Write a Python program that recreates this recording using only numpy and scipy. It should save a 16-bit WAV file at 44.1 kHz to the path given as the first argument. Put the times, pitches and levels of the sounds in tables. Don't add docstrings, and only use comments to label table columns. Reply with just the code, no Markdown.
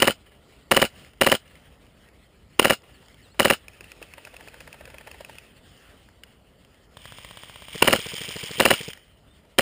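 import sys
import numpy as np
from scipy import signal
from scipy.fft import rfft, irfft, next_fast_len
from scipy.io import wavfile
from scipy.ndimage import uniform_filter1d, map_coordinates

SR = 44100
rng = np.random.default_rng(int(sys.argv[2]) if len(sys.argv) > 2 else 0)


def linear_from_db(decibels):
    return 10 ** (np.asarray(decibels, float) / 20)


def waveform_to_disk(signal):
    frames = np.transpose(np.atleast_2d(signal))
    scaled = np.clip(frames, -1, 1) * 32767
    samples = np.round(scaled).astype(np.int16)
    wavfile.write(sys.argv[1], SR, samples)


N = 423801
LEAD = SR // 10

# [f/Hz, density/dB]
MURMUR = [(120, -30), (220, -8), (400, 1.1), (620, -1), (900, -8), (1400, -9.5), (2000, -48)]
# [f/Hz, density/dB]
LEAVES = [(590, -37.5), (1000, -31.5), (1180, -10), (1750, -6.5), (1870, -4.5), (2200, -6.5), (2330, -8.5),
          (3050, -4), (3720, -12.5), (5900, -12), (7670, -57), (13000, -120)]


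def unit(x):
    return x / np.sqrt(np.mean(x ** 2) + 1e-20)


def along(points, hz):
    f, v = np.transpose(points)
    return np.interp(np.log(hz + 1), np.log(f + 1), v)


def filtered(x, response):
    m = next_fast_len(x.shape[-1] + 8192)
    spectrum = rfft(x, m) * response(np.fft.rfftfreq(m, 1 / SR))
    return irfft(spectrum, m)[..., :x.shape[-1]]


def modes(table):
    return lambda f: sum(linear_from_db(db) * 1j * f * w / (c * c - f * f + 1j * f * w) for c, w, db in table)


def hiss(table, shape):
    return unit(filtered(rng.standard_normal(shape), modes(table)))


def burst(ms, start, db, rise, t60):
    age = np.maximum(ms - start, 0)
    return linear_from_db(db - 60 * age / t60) * (1 - np.exp(-age / rise))


def lay(times, sounds, lead):
    index = np.round(times * SR).astype(int)[:, None] - lead + LEAD + np.arange(sounds.shape[1])
    return np.bincount(index.ravel(), sounds.ravel(), N + SR)[LEAD:LEAD + N]


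def wobble(rate):
    return map_coordinates(rng.standard_normal(int(N * rate / SR) + 4), [np.arange(N) * rate / SR])


def rush(spectrum, patchy_db):
    z = signal.stft(rng.standard_normal(N + 512), nperseg=512)[2]
    patches = uniform_filter1d(uniform_filter1d(rng.standard_normal(z.shape), 5, 0), 10, 1)
    x = signal.istft(z * linear_from_db(patchy_db * unit(patches)), nperseg=512)[1][:N]
    return unit(filtered(x, lambda hz: linear_from_db(along(spectrum, hz))))


def push(ms, at, db, width):
    return -linear_from_db(db) * np.exp(-.5 * ((ms - at) / width) ** 2)


def open_air(x, corner_hz):
    return filtered(x, lambda f: 1j * f / (1j * f + corner_hz))


def volley(first, lag, gap, slowing, count):
    spin_up = .2
    k = np.arange(count)
    return first + lag * (1 - spin_up ** k) / (1 - spin_up) + gap * k + slowing * k * (k - 1) / 2


def gain_curve(points):
    s, db = np.transpose(points)
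    return linear_from_db(np.interp(np.arange(N) / SR, s, db, -120, -120))


def rifle():
    bursts = [
        -.0231,
        .722,
        1.2206,
        2.6028,
        3.4046,
        7.8311,
        8.6088,
        9.5936,
    ]
    cadence = [0, .0527, .10505]
    step_ms = dict(tick=-11, slam=-8, bounce=-5, nozzle=-1.6, pop=0, vent=3.6, rebound=7.5, back=12.4, stop=18, reseat=24.3, settle=29)
    # [step, level/dB, width/ms, barrel ring/dB]
    pushes = [
        ("tick", -21, .2, -3),
        ("slam", -14, .2, 3),
        ("bounce", -9, .2, -4),
        ("nozzle", -8.5, .14, -4),
        ("pop", 1.5, .1, -5.5),
        ("vent", -15, .15, -4),
        ("rebound", -16, .3, -3),
        ("stop", -13, .3, -6),
    ]
    # [step, rms level/dB, rise/ms, t60/ms, share of clear ring/0-1]
    rattles = [
        ("tick", -14.5, .25, 10, .15),
        ("pop", -19, .4, 35, .25),
        ("stop", -29, .4, 30, .4),
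        ("settle", -28, 2.5, 60, .35),
        ("slam", -5.5, .65, 20, .38),
        ("back", -14.5, 1.5, 16, .55),
        ("reseat", -13.5, 1.1, 14, .6),
    ]
    # [f/Hz, width/Hz, level/dB]
    barrel = [(225, 43, -4.5), (542, 63, 0.5), (581.5, 26, -6), (1380, 88, -32), (2000, 330, 6),
              (2720, 320, -9.5)]
    # [f/Hz, width/Hz, level/dB]
    receiver = [(616, 840, 2), (1347, 130, 5), (1590, 440, -3), (2260, 300, 2), (2630, 320, -5),
                (3910, 370, -9), (4800, 500, -14), (5200, 170, -14.5)]
    slam_force = [0.5, 2, 0.5, 1, 0.5, 1, 2, 2]
    reseat_force = [2.5, 1, 3]
    bolt_hz, pause_s, repeat = 2905, 1.2, .55

    pops = np.add.outer(bursts, cadence).ravel()
    lead, shape = 700, (len(pops), 4400)
    ms = (np.arange(shape[1]) - lead) * 1000 / SR
    hasty = (np.diff(pops, prepend=pops[0]) > pause_s)[:, None]
    slam_db = np.repeat(slam_force, len(cadence)) + 3.5 * hasty[:, 0]
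    reseat_db = np.tile(reseat_force, len(bursts)) + 0.8 * rng.standard_normal(len(pops))

    def early(step):
        return 5 * hasty * (step == "pop")

    direct, drive = 0, 0
    for step, db, width, ring_db in pushes:
        lost_db = -14 * hasty * (step in ("nozzle", "vent", "rebound"))
        age = ms + early(step)
        direct = direct + push(age, step_ms[step], db + lost_db, width)
        drive = drive + push(age, step_ms[step], db + lost_db + ring_db - 3.5 * hasty, width)
    air = open_air(direct, corner_hz=210) + linear_from_db(2.0) * filtered(drive, modes(barrel))

    wide = np.sqrt(repeat) * hiss(receiver, shape[1]) + np.sqrt(1 - repeat) * hiss(receiver, shape)
    metal = 0
    for step, db, rise, t60, share in rattles:
        force_db = slam_db * (step == "slam") + reseat_db * (step == "reseat")
        late, detune, spread = rng.standard_normal((len(pops), 3)).T[:, :, None]
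        age = ms + early(step) - step_ms[step] - 0.19 * late
        t60 = t60 * (1 - 0.16 * hasty * (step in ("slam", "pop")))
        clear = np.sqrt(2) * np.sin(2 * np.pi * bolt_hz * (1 + 0.031 * detune) * age / 1000)
        ring = np.sqrt(share) * clear + np.sqrt(1 - share) * wide
        force = linear_from_db(force_db[:, None] + 1.2 * spread)
        metal = metal + force * burst(age, 0, db, rise, t60) * ring

    coil = hiss([(4100, 570, -3), (5070, 770, 0.0)], shape)
    rasp = linear_from_db(3.2 * rng.standard_normal(shape))
    spring = burst(ms, step_ms["back"], -32, 8.1, 120) * rasp * coil
    return lay(pops, air + metal + spring, lead)


def field():
    # [t/s, level/dB]
    leaves_level = [(0, -51.5), (0.298, -68), (.5, -60.5), (0.799, -65), (0.999, -52.5), (1.151, -67), (1.6, -61.5),
                    (2.4, -66.5), (3.05, -61), (3.55, -64), (3.901, -58.5), (5.3, -56), (5.499, -60.5),
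                    (5.8, -57.5), (6.4, -68), (6.9, -64.5), (9.099, -67), (9.61, -66)]
    # [f/Hz, density/dB]
    rumble = [(12, -47.5), (20, -20), (36, -11), (54, 2.5), (108, -7), (145, -6.5), (300, -13), (390, -37),
              (660, -120)]
    breeze_follows, murmur_follows = .3, 0.41

    s, db = np.transpose(leaves_level)
    leaves_db = np.interp(np.arange(N) / SR, s, db)
    swing_db = leaves_db - leaves_db.mean()
    breeze = unit(linear_from_db(2 * wobble(14)) * rush(rumble, patchy_db=0.5))
    breeze = linear_from_db(-58 + breeze_follows * swing_db) * breeze
    murmur_db = -62.5 + murmur_follows * swing_db + 0.72 * wobble(10)
    murmur = linear_from_db(murmur_db) * rush(MURMUR, patchy_db=1.5)
    leaves = linear_from_db(leaves_db + 1.5 * wobble(33)) * rush(LEAVES, patchy_db=2.5)
    return breeze + murmur + leaves


def far_guns():
    # [first t/s, extra first gap/s, gap/s, each gap longer by/s, shots]
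    bright_fire = (3.6821, .0232, .1026, .0026, 15)
    dull_fire = (4.2722, .002, .06685, 0, 14)
    # [t/s, crack peak level/dB, thud level against crack/dB, ring
    # f/Hz]
    singles = [
        (3.7338, -38, -29, 2680),
        (3.842, -34.5, -28, 2740),
        (4.1015, -51, -20, 2700),
        (4.1808, -42, 3.5, 940),
        (4.3964, -48, -3, 2000),
        (4.9013, -37, -6, 2600),
        (5.072, -34, -6, 800),
        (5.2077, -37, -2, 870),
        (5.296, -33, -9.5, 1800),
        (5.3534, -39, -14, 1900),
               (1.0475, -39, -34, 2000), (1.1343, -46, -7, 2720), (1.4779, -43, -26, 2860),
             (1.5542, -39.5, -32, 2000), (1.866, -46.5, -20, 3000), (1.976, -53, -19.5, 2750),
             (2.087, -46, -10, 2700), (2.82, -46.5, -22, 5000), (2.892, -56, 0, 2100),
             (3.0258, -50, -4.5, 1800), (3.0594, -46, -24, 5000), (3.0834, -41, -16, 3080),
             (3.1434, -43, -17, 3060), (3.3446, -50, -4, 1730), (6.0876, -42.5, -13, 1640),
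             (6.2353, -28.5, -24, 2900), (6.6483, -44.5, -21, 3130), (6.7446, -47.5, -15, 2050),
             (8.9024, -28, -28.5, 3120), (8.9326, -25, -42, 2980), (8.974, -36, -20, 1930),
             (8.994, -47, -16, 3100), (9.0794, -51, -22, 2800), (9.4499, -54, -3.5, 2340)]
    # [f/Hz, width/Hz, level/dB]
    thud_body = [(575, 330, 1), (890, 60, -1.5), (1647, 1300, -3.5)]
    # [f/Hz, width/Hz, level/dB]
    crack_body = [(1730, 280, 7), (2307, 1000, 13), (3120, 130, -19), (5200, 1200, 10)]
    # [t/s, rms level/dB]
    knocks = [
        (3.803, -43),
        (4.014, -35),
        (4.559, -45),
    ]
    bright_gun, dull_gun = (-29, -23.5, 2570), (-40, -0.84, 1760)

    held = []
    for fire, (db, thud_db, hz) in ((bright_fire, bright_gun), (dull_fire, dull_gun)):
        for s in volley(*fire):
            held.append((s, db + 0.6 * rng.standard_normal(), thud_db, hz))
    s, crack_db, thud_db, ring_hz = np.transpose(held + singles)[:, :, None]
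    lead = 500
    ms = (np.arange(3000) - lead) * 1000 / SR
    shape = (len(s), len(ms))

    clear = np.clip(-thud_db / 30 - .1, .55, .6)
    detune = 1 + .02 * rng.standard_normal((len(s), 1))
    tone = np.sqrt(2) * np.sin(2 * np.pi * ring_hz * ms / 1000 * detune)
    broad = hiss(crack_body, shape)
    ring = np.sqrt(clear) * tone + np.sqrt(1 - clear) * broad
    spread = burst(ms, 0, crack_db - 30, 3.2, 90) * broad
    crack = burst(ms, 0, crack_db - 0.5, 0.6, 12.8) * ring + spread

    swell = burst(ms, -8, -5, 3, 60) + burst(ms, -.6, 0, .8, 36)
    dull = unit(filtered(hiss(thud_body, shape), modes(thud_body)))
    thud = linear_from_db(crack_db + thud_db + 0.5) * swell * dull

    when, knock_db = np.transpose(knocks)
    wood = hiss([(380, 180, 0.033)], (len(when), len(ms)))
    wood = burst(ms, 0, knock_db[:, None], 4.8, 83) * wood
    return lay(s[:, 0], crack + thud, lead) + lay(when, wood, lead)


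def birds():
    # [start t/s, length/s, from f/Hz, to f/Hz, peak level/dB]
    whistles = [
        (2.03, .035, 3700, 4800, -74),
        (2.225, .05, 4100, 5200, -68),
        (2.31, -.04, 3300, 4700, -74),
        (2.525, -.03, 4200, 4495, -66),
        (2.523, 0.066, 4200, 5240, -64),
        (2.968, -.05, 4200, 5300, -60),
        (3.294, -0.077, 3400, 4850, -59),
        (3.34, -.045, 4450, 3700, -58),
        (9.38, -0.12, 3650, 3480, -65.5),
    ]
    edge_db, bend = -10.5, 1.6
    t, song = np.arange(N) / SR, 0
    for s, length, from_hz, to_hz, db in whistles:
        u = np.clip((t - s) / length, 0, 1)
        sounding = (u > 0) * (u < 1)
        flutter = linear_from_db(3.5 * wobble(150) - 1.5)
        swell = linear_from_db(db + edge_db * (2 * u - 1) ** 2) * sounding * flutter
        hz = from_hz + (to_hz - from_hz) * u ** bend
        song = song + swell * np.sin(2 * np.pi * np.cumsum(hz) / SR)
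    return song


def motor_grind():
    # [t/s, grind level/dB]
    middle_motor = [
        (6.95, -69.5),
        (7.02, -51.5),
        (7.67, -50.5),
        (7.75, -59),
    ]
    # [t/s, grind level/dB]
    near_motor = [
        (7.68, -54.5),
        (7.74, -41.5),
        (7.9, -40.5),
        (7.97, -38.5),
        (8.68, -39),
        (8.77, -36.5),
        (8.91, -45.5),
        (9.02, -80),
    ]
    # [f/Hz, density/dB]
    teeth_colour = [(530, -44.5), (900, -11.5), (1100, -18.5), (1560, -25), (1920, -9), (2370, -1),
                    (2560, -5.5), (3140, 3), (4270, -20), (5200, -9), (5900, -11.5), (7670, -56),
                    (13000, -120)]
    chatter = linear_from_db(3 * wobble(400))
    teeth = unit(chatter * rush(teeth_colour, patchy_db=0.0))
    clatter = linear_from_db(-10) * rush(LEAVES, patchy_db=1.5)
    drone = linear_from_db(-18) * rush(MURMUR, patchy_db=3.0)
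    return (gain_curve(near_motor) + gain_curve(middle_motor)) * (teeth + clatter + drone)


def middle_gun():
    # [first t/s, extra first gap/s, gap/s, each gap longer by/s, shots]
    middle_fire = (6.9687, .0228, .0623, 0, 26)
    s = volley(*middle_fire)[:, None]
    fade_db = -4.5 * np.minimum(s - s[0], 1)
    crack_db = -32 + fade_db + 1.3 * rng.standard_normal(s.shape)
    puff_db = -33.5 - 0.5 * (s == s[0])
    lead = 800
    ms = (np.arange(3200) - lead) * 1000 / SR
    shape = (len(s), len(ms))
    tick = burst(ms, -13.5, -11, .8, 22) * hiss([(2300, 700, -3), (5000, 400, 0.1)], shape)
    tick[0] = 0
    strike = burst(ms, 0, -3, 1.0, 29) + burst(ms, 6.4, -39.0, .6, 25)
    crack = strike * hiss([(2000, 470, 19.5), (3200, 500, 21), (5000, 900, 5)], shape)
    pop = push(ms, 1.9, 3.7, 0.068)
    body = filtered(pop, modes([(110, 63, 7.5), (587, 160, -2.5), (1030, 240, -1.5)]))
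    puff = linear_from_db(-2.5) * open_air(pop, corner_hz=300) + linear_from_db(7.5) * body
    return lay(s[:, 0], linear_from_db(crack_db) * (tick + crack) + linear_from_db(puff_db) * puff, lead)


def near_gun():
    # [first t/s, extra first gap/s, gap/s, each gap longer by/s, shots]
    near_fire = (7.758, .0085, .0745, 0, 16)
    contact_ms = [-6.5, -1, 20.5, 26, 33, 41]
    # [rms level/dB, rise/ms, t60/ms]
    contacts = [
        (-36, .5, 15),
        (-26, .6, 16),
        (-26, .6, 14),
        (-33, .6, 20),
        (-33, 1.5, 30),
        (-33, .6, 15),
    ]
    lead = 600
    ms = (np.arange(3600) - lead) * 1000 / SR
    thump = push(ms, -4.6, -30, .5) - push(ms, -1.3, -32, .6) + push(ms, 1.9, -30, .4)
    thump = thump + linear_from_db(2.5) * filtered(thump, modes([(450, 230, 0.1)]))
    s = volley(*near_fire)
    shape = (len(s), len(ms))
    teeth = hiss([(2100, 360, -2.2), (3300, 750, 0.23), (5000, 570, 0.78)], shape)
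    mesh = sum(burst(ms, at, *row) for at, row in zip(contact_ms, contacts)) * teeth
    mesh[-1] *= ms < 12
    snap = burst(ms, -.6, -29, .4, 12) * hiss([(2000, 900, -2.5), (4600, 1500, 0.1)], shape)
    force = linear_from_db(-0.5 + 1.1 * rng.standard_normal((len(s), 1)))
    return lay(s, force * open_air(thump, corner_hz=60.2) + mesh + snap, lead)


def scatter(x, delay, stretch):
    # [f/Hz, t60/s]
    decay = [(300, 0.18), (1500, 0.19), (3000, 0.56), (5500, .25)]
    hz, t, z = signal.stft(rng.standard_normal(SR // 2), SR, nperseg=256)
    fade = linear_from_db(-60 * t / (stretch * along(decay, hz)[:, None]))
    tail = signal.istft(z * fade, SR, nperseg=256)[1]
    late = np.pad(x, (int(delay * SR), 0))
    return signal.fftconvolve(late, tail / np.linalg.norm(tail))[:N]


def scene():
    own, far, middle = rifle(), far_guns(), middle_gun()
    ground = linear_from_db(-25) * scatter(own, 0.0082, .35)
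    tree_line = linear_from_db(-43) * scatter(own, .238, .45)
    woods = linear_from_db(-13) * scatter(far, 0.028, 1.6) + linear_from_db(-6.5) * scatter(middle, 0.02, 2.1)
    guns = own + ground + tree_line + far + middle + woods + near_gun() + motor_grind()
    return (guns + birds() + field())[None]


def top_cut(x):
    return signal.sosfilt(signal.butter(12, 16450, fs=SR, output="sos"), x)


def record(dry):
    clock_hz = 12000
    base = filtered(dry, lambda hz: linear_from_db(along([(5200, 0.5), (5600, -7.0), (5950, -8.5), (6050, -45.0)], hz)))
    base = np.clip(base, -1.05, 1.05)
    sampled = base * (1 + 2 * np.cos(2 * np.pi * clock_hz * np.arange(N) / SR))

    def hold(hz):
        return np.sinc(hz / clock_hz) / np.sinc(hz / (4 * clock_hz))

    def top(hz):
        return linear_from_db(along([(15250, 0.5), (15450, -19), (16350, -25.5), (16500, -71.5)], hz))

    held = filtered(sampled, lambda hz: hold(hz) * top(hz))
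    return top_cut(np.clip(held, -1, 1))


dry = scene()
out = record(dry)
waveform_to_disk(out)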